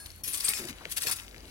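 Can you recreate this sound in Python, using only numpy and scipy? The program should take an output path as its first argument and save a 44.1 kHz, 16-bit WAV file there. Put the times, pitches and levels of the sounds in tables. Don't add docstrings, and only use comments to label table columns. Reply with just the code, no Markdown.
import sys
import numpy as np
from scipy import signal
from scipy.io import wavfile
from scipy.ndimage import uniform_filter1d

SR = 44100
rng = np.random.default_rng(int(sys.argv[2]) if len(sys.argv) > 2 else 0)


def level_to_linear(level):
    exponent = np.asarray(level, float) / 20
    return 10 ** exponent


def unload_audio(sound):
    columns = np.transpose(np.atleast_2d(sound))
    steps = np.round(np.clip(columns, -1, 1) * 32767)
    wavfile.write(sys.argv[1], SR, steps.astype(np.int16))


N = 66150
LAG_SAMPLES = 7


def evened(x):
    return x / np.sqrt(np.mean(x ** 2) + 1e-20)


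def read(points, hz):
    f, value = np.transpose(points)
    return np.interp(np.log(hz + 1), np.log(f + 1), value)


def add(mix, start_s, sound):
    part = mix[..., max(round(start_s * SR), 0):][..., :sound.shape[-1]]
    part += sound[..., :part.shape[-1]]


def ports(x):
    return np.array([np.r_[np.zeros(LAG_SAMPLES), x[:-LAG_SAMPLES]], x])


def fuzzy(hz, width_hz, size):
    z = rng.standard_normal(size) + 1j * rng.standard_normal(size)
    r = np.exp(-np.pi * width_hz / SR)
    slow = signal.lfilter([1], [1, -2 * r, r * r], z)
    carrier = np.exp(2j * np.pi * hz * np.arange(size) / SR)
    return evened((slow * carrier).real)


# t/s, rise/s, hold/s, level/dB
SLIPS = [(0.0556, .001, .005, -45.5), (0.233, 0.0053, 0.0093, -39.5), (0.275, 0.0016, 0.0067, -33),
         (0.325, 0.016, 0.0095, -30.5), (0.347, .002, .003, -39), (.371, .002, 0.0077, -36),
         (0.4, .001, 0.0033, -35), (0.435, 0.0054, 0.038, -34), (.474, .002, .008, -33),
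         (0.48, 0.0023, 0.027, -30.5), (0.555, 0.0065, 0.034, -35), (0.67, 0.0013, 0.034, -40.5),
         (0.899, 0.0062, 0.015, -42), (0.913, 0.0028, 0.0067, -32.5), (0.96, 0.0095, 0.013, -27.5),
         (1, 0.013, 0.027, -32.5), (1.06, 0.0035, 0.037, -29.5), (1.11, 0.0017, 0.017, -27.5),
         (1.13, .002, 0.0048, -40), (1.158, 0.00057, .008, -38.5), (1.19, 0.0042, 0.0043, -41)]
# t/s, level/dB, brightness/(dB/octave)
WEIGHT = [(0, -51, 1.5), (.15, -54.5, -0.5), (.21, -55.5, 1), (.232, -80, 8), (0.239, -41, 4.5),
          (.45, -36, 2.5), (.6, -37.5, 1), (.7, -47, -0.5), (0.742, -52.5, -2.5), (.88, -49.5, -3.5),
          (.92, -40.5, 5.5), (.955, -48, 3.5), (1.08, -38, 1.5), (1.14, -40, 3), (1.22, -47.5, -0.5),
          (1.3, -55, 0.5), (1.42, -54, -2), (1.5, -50.5, -1.5)]
# f/Hz, density/dB
STONE_SPECTRUM = [(1150, -7), (2500, -1.5), (3700, -5), (4900, -4), (6500, -6), (10500, -6), (13500, -12),
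                  (15800, -15)]
SLIP_FADE_DB_PER_S = 1403
GRAINS_PER_S, GRAIN_SPREAD_DB, LUMPS_DB = 16000, 2.2, 1.2
GRAIN_CYCLES, LAG_SPREAD_SAMPLES = 17., 2.5


def crunch(count=96):
    t = np.arange(N) / SR
    weight_s, weight_db, tilt = np.transpose(WEIGHT)
    power = level_to_linear(np.interp(t, weight_s, weight_db)) ** 2
    bright_db = np.interp(t, weight_s, tilt)
    for start, rise, hold, db in SLIPS:
        u = t - start
        fade_db = SLIP_FADE_DB_PER_S * np.clip(u - rise - hold, 0, .2)
        power = power + (np.clip(u / rise, 0, 1) * level_to_linear(db - fade_db)) ** 2

    size = level_to_linear(GRAIN_SPREAD_DB * np.minimum(rng.exponential(1, N), 4))
    size = size * (rng.random(N) < GRAINS_PER_S / SR)
    lumps = evened(uniform_filter1d(rng.standard_normal(N), size=90))
    size = evened(size * level_to_linear(LUMPS_DB * lumps))
    size = size * rng.choice([-1., 1.], N) * np.sqrt(power)

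    stone = rng.integers(0, count, N)
    out, u = np.zeros((2, N)), np.arange(1500) / SR
    pitches = np.geomspace(700, 15800, count)
    total = np.mean(level_to_linear(read(STONE_SPECTRUM, pitches)) ** 2 * pitches)
    for k, hz in enumerate(pitches):
        ring = np.exp(rng.uniform(-2.6, 1.0))
        lag = rng.standard_normal() * LAG_SPREAD_SAMPLES * np.sqrt(8000 / hz)
        late = np.maximum(u - np.array([[LAG_SAMPLES + 10 + lag], [10]]) / SR, 0)
        decay = np.exp(-late * hz / (GRAIN_CYCLES * ring))
        grain = np.sin(2 * np.pi * hz * late) * decay * (1 - np.exp(-late * hz / 0.12))
        grain = grain / np.linalg.norm(grain[1])
        grain = grain * level_to_linear(read(STONE_SPECTRUM, hz)) * np.sqrt(hz / total)
        hits = size * (stone == k) * level_to_linear(bright_db * np.log2(hz / 5000))
        out += signal.oaconvolve(hits[None], grain, axes=1)[:, :N]
    return out


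# t/s, peak/dB, f/Hz
CLACKS = [(0.0606, -28, 4040), (0.0636, -28, 11500), (.069, -37, 3170), (0.109, -39, 11500),
          (0.104, -32, 4600), (0.117, -36.5, 5640), (0.146, -71, 3580), (.161, -34.5, 11500),
          (.179, -40, 10900), (.345, -28, 3420), (.355, -32, 7000), (.405, -27, 4480), (0.4083, -19, 4770),
          (.4085, -29.5, 5000), (.62, -33, 5000), (0.705, -34, 2520), (0.729, -32.5, 2880),
          (1.267, -44, 7000), (1.481, -39.5, 3900), (0.641, -33.5, 2430), (1.039, -26, 4200),
          (1.0712, -16.5, 2480), (1.114, -38, 3500), (1.126, -25, 4580), (1.187, -29, 3000),
          (1.19, -33, 2500), (1.363, -36.5, 2460), (0.4839, -12, 4260), (0.5361, -16, 2720),
          (.654, -24, 8000), (0.687, -26, 4060), (0.785, -36, 3100), (0.851, -36, 4460),
          (0.8541, -21, 2240), (1.199, -26.5, 3170), (1.281, -32, 3140), (1.312, -37.5, 4000),
          (1.234, -36, 8300), (1.336, -62.5, 10000), (1.345, -34, 1950), (1.381, -34.5, 4400),
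          (1.406, -38, 4900), (1.455, -36.5, 3760)]
CLACK_CYCLES, SNAP_PER_CYCLE = 1.3, 14.


def clacks():
    out, u = np.zeros(N), np.arange(600) / SR
    for s, db, hz in CLACKS:
        ring = np.cos(2 * np.pi * hz * u) * np.exp(-u * np.sqrt(4000 * hz) / CLACK_CYCLES)
        add(out, s, level_to_linear(db) * 2.26 * ring * (1 - np.exp(-u * hz * SNAP_PER_CYCLE)))
    return ports(out)


# t/s, length/s, level/dB, f/Hz
THUDS = [(0.044, 0.04, -49, 66), (0.261, 0.048, -55, 280.7), (0.339, 0.026, -56, 349),
         (0.431, 0.038, -59.5, 347), (0.486, 0.01, -44, 335), (0.594, 0.067, -43, 314),
         (0.683, 0.035, -46, 204), (.808, 0.0077, -43, 791), (0.855, 0.003, -43.5, 454),
         (1.069, 0.035, -43.5, 1161), (1.366, .006, -51.5, 505), (1.05, 0.025, -46.5, 396),
         (1.43, 0.069, -52, 295.2)]
THUD_FADE_DB_PER_S = 600


def thuds():
    out, u = np.zeros(N), np.arange(6000) / SR
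    for s, length, db, hz in THUDS:
        level = level_to_linear(db - THUD_FADE_DB_PER_S * np.maximum(u - length, 0))
        attack = np.minimum(u / 0.00047, 1)
        add(out, s, level * attack * fuzzy(hz, 1.36 * hz, len(u)))
    return ports(out) + 0.18 * ground(ports(out))


# f/Hz, level/dB, t60/s
KEY_LONG = [(1652, -6.5, .24), (4344, -2, .75), (5300, -13, .4), (11800, -12, .4), (5000, -17, .38),
            (6778, -14, .36), (8400, -10, .5), (8867, -9, .58), (9060, -11, .4), (10175, -3, .63),
            (9830, -9, .46)]
KEY_RING = [(2430, -8, .19), (5287, 1, .3), (5600, -4, .12), (6126, -5, .12), (9640, -1, .25),
            (9722, -3, .36), (10148, -2, .72), (8995, -8, .4), (11610, -2, .08), (11760, 1, .34),
            (14720, -10, .3), (15600, -9, .2)]
KEY_FLAT = [(2406, -10, .09), (4732, -9, .08), (8105, 4, .12), (7671, -8, .2), (8860, 3, .15),
            (8965, -1, .15), (9050, -3, .2), (9845, -3, .08), (10710, 1, .05), (11450, -7, .12),
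            (13500, -12, .1)]
KEY_SMALL = [(2200, -8, .12), (4786, 2, .05), (5507, -8, .1), (8156, -2, .15), (8893, 4, .065),
             (9868, 4, .09), (10310, -1, .11), (11630, -5, .2), (12610, -5, .067), (15430, -5, .09)]
KEY_FOB = [(2435, 3, .14), (4301, -6, .5), (5297, -2, .65), (6467, -1, .5), (7424, -2, .4), (8110, -2, .4),
           (9800, -4, .35), (12190, -1, .12)]
KEY_CAP = [(1707, -5, .17), (2683, -1, .3), (4300, -2, .3), (4727, 0, .13), (5190, -3, .4), (7503, -3, .2),
           (8430, 2, .03), (8945, 0, .36), (11400, -8, .3), (12400, -6, .5), (13140, -5, .1),
           (15320, -7, .06)]
# t/s, level/dB, free ringing/s
KNOCKS_LONG = [(0.0002, -42, 0.25)]
KNOCKS_RING = [(0.2362, -37.5, 0.059)]
KNOCKS_TIP = [(0.274, -35.5, 0.11), (0.896, -51, 0.024), (0.914, -38, 0.0061), (1.019, -40.5, 0.051),
              (1.159, -44.5, .012), (1.118, -43, 0.015), (1.2, -60, 0.03)]
KNOCKS_FLAT = [(.334, -36.5, 0.011), (.345, -36.5, 0.014), (.372, -43.5, .025), (.444, -30.5, 0.011),
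               (.454, -30, 0.083), (1.02, -36.5, 0.063)]
KNOCKS_SMALL = [(.4045, -40, 0.0088), (.4865, -28, 0.021), (.516, -38, 0.027), (1.1135, -36.5, 0.028)]
KNOCKS_FOB = [(.535, -39, .065)]
KNOCKS_CAP = [(1.069, -35.5, 0.031), (.97, -42, 0.012)]
DAMPED_T60_S = 0.049
SWAY_DB, TURN_RAD, RATTLE = 1.5, 1., .85


def keys():
    out, u = np.zeros((2, N)), np.arange(14000) / SR
    for modes, knocks in [(KEY_LONG, KNOCKS_LONG), (KEY_RING, KNOCKS_RING), (KEY_RING[4:], KNOCKS_TIP),
                          (KEY_FLAT, KNOCKS_FLAT), (KEY_SMALL, KNOCKS_SMALL), (KEY_FOB, KNOCKS_FOB),
                          (KEY_CAP, KNOCKS_CAP)]:
        hz, db, t60 = np.transpose(modes)[:, :, None]
        for s, knock_db, free in knocks:
            phase, turn, sway = rng.standard_normal((3, len(modes), 1))
            free_db = -60 * u / np.clip(t60, .02, 1.5)
            damped_db = -60 * np.maximum(u - free, 0) / DAMPED_T60_S
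            level = level_to_linear(knock_db + db + SWAY_DB * sway + free_db + damped_db)
            touch = rng.standard_normal((len(modes), len(u)))
            touch = evened(uniform_filter1d(touch, size=200, axis=1))
            level = level * (1 + RATTLE * np.exp(-10 * free) * touch)
            angle = 2 * np.pi * hz * (1 + sway / 500) * u + 10 * phase
            both = np.array([np.sin(angle + TURN_RAD * turn), np.sin(angle)])
            add(out, s, (level * both).sum(1) * np.minimum(u / 0.00033, 1))
    return out


GROUND_T60_S, GROUND_DB, SHIFTS_PER_S = .025, -10, 9


def ground(x):
    u, out = np.arange(2000) / SR, 0
    turn = 2 * np.pi * SHIFTS_PER_S * np.arange(N) / SR / 3
    for k in range(3):
        tail = rng.standard_normal((2, len(u))) * level_to_linear(-60 * u / GROUND_T60_S)
        tail = tail * (rng.random((2, len(u))) < .1)
        share = np.sqrt(2 / 3) * np.cos(turn / 2 + k * np.pi / 3)
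        out = out + signal.oaconvolve(x * share, tail / np.linalg.norm(tail[0]), axes=1)[:, :N]
    return out


# f/Hz, density/dB
SURF_SPECTRUM = [(53, -56), (90, -7), (130, -3.5), (821, -15), (3660, -27), (10100, -40.5), (16000, -26)]
# f/Hz, correlation/1
SURF_SAME = [(50, 1), (400, 0.41), (2000, 0.08), (8000, 0.54)]
# f/Hz, width/Hz, level/dB
ROLL = [(49.6, 13.7, -58.5), (81.5, 15, -59)]
SURF_DB, PATCHY_DB, ROLL_APART = -54, 2.2, .55


def surf():
    frames, hz = N // 256 + 5, np.fft.rfftfreq(1024, 1 / SR)
    a, b, c, d, patches = rng.standard_normal((frames, 513, 5)).T
    patches = uniform_filter1d(patches, size=12, axis=0)
    patches = evened(uniform_filter1d(patches, size=12, axis=1))
    same = np.clip(read(SURF_SAME, hz), -1, 1)[:, None]
    left = a + 1j * b
    right = same * left + np.sqrt(1 - same ** 2) * (c + 1j * d)
    right = right * np.exp(2j * np.pi * hz * LAG_SAMPLES / SR)[:, None]
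    level = level_to_linear(read(SURF_SPECTRUM, hz)[:, None] + PATCHY_DB * patches)
    z = np.array([left, right]) * level * (hz[:, None] > 40)
    wash = signal.istft(z, nperseg=1024, noverlap=768)[1][:, :N]
    roll = [sum(level_to_linear(db) * fuzzy(f, w, N) for f, w, db in ROLL) for _ in range(3)]
    return level_to_linear(SURF_DB) * evened(wash) + roll[0] * [[1], [1.4]] + ROLL_APART * np.array(roll[1:])


def thin(x, cut_hz=900):
    return signal.lfilter(*signal.butter(2, cut_hz, "high", fs=SR), x)


def scene():
    near = thin(crunch() + clacks()) + keys()
    return near + level_to_linear(GROUND_DB) * ground(near) + thuds() + surf()


def low_pass(x):
    return signal.sosfilt(signal.butter(12, 17000, fs=SR, output="sos"), x)


# f/Hz, width/Hz, level/dB
SHADOW = [(800, 500, -5), (2950, 1000, -18), (7200, 3000, -11), (14500, 5000, -7)]
RIGHT_DB, EDGE_HZ = -3.5, 16100


def record(dry):
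    right = dry[1] * level_to_linear(RIGHT_DB)
    for hz, width, db in SHADOW:
        w = 2 * np.pi * hz / SR
        a = np.sin(w) * width / hz / 2
        dip = [1 + a * level_to_linear(db), -2 * np.cos(w), 1 - a * level_to_linear(db)]
        right = signal.lfilter(dip, [1 + a, -2 * np.cos(w), 1 - a], right)
    edge = signal.firwin(511, EDGE_HZ, window=("kaiser", 9), fs=SR)
    both = signal.oaconvolve([dry[0], right], edge[None], "same")
    return low_pass(both)


dry = scene()
out = record(dry)
unload_audio(out)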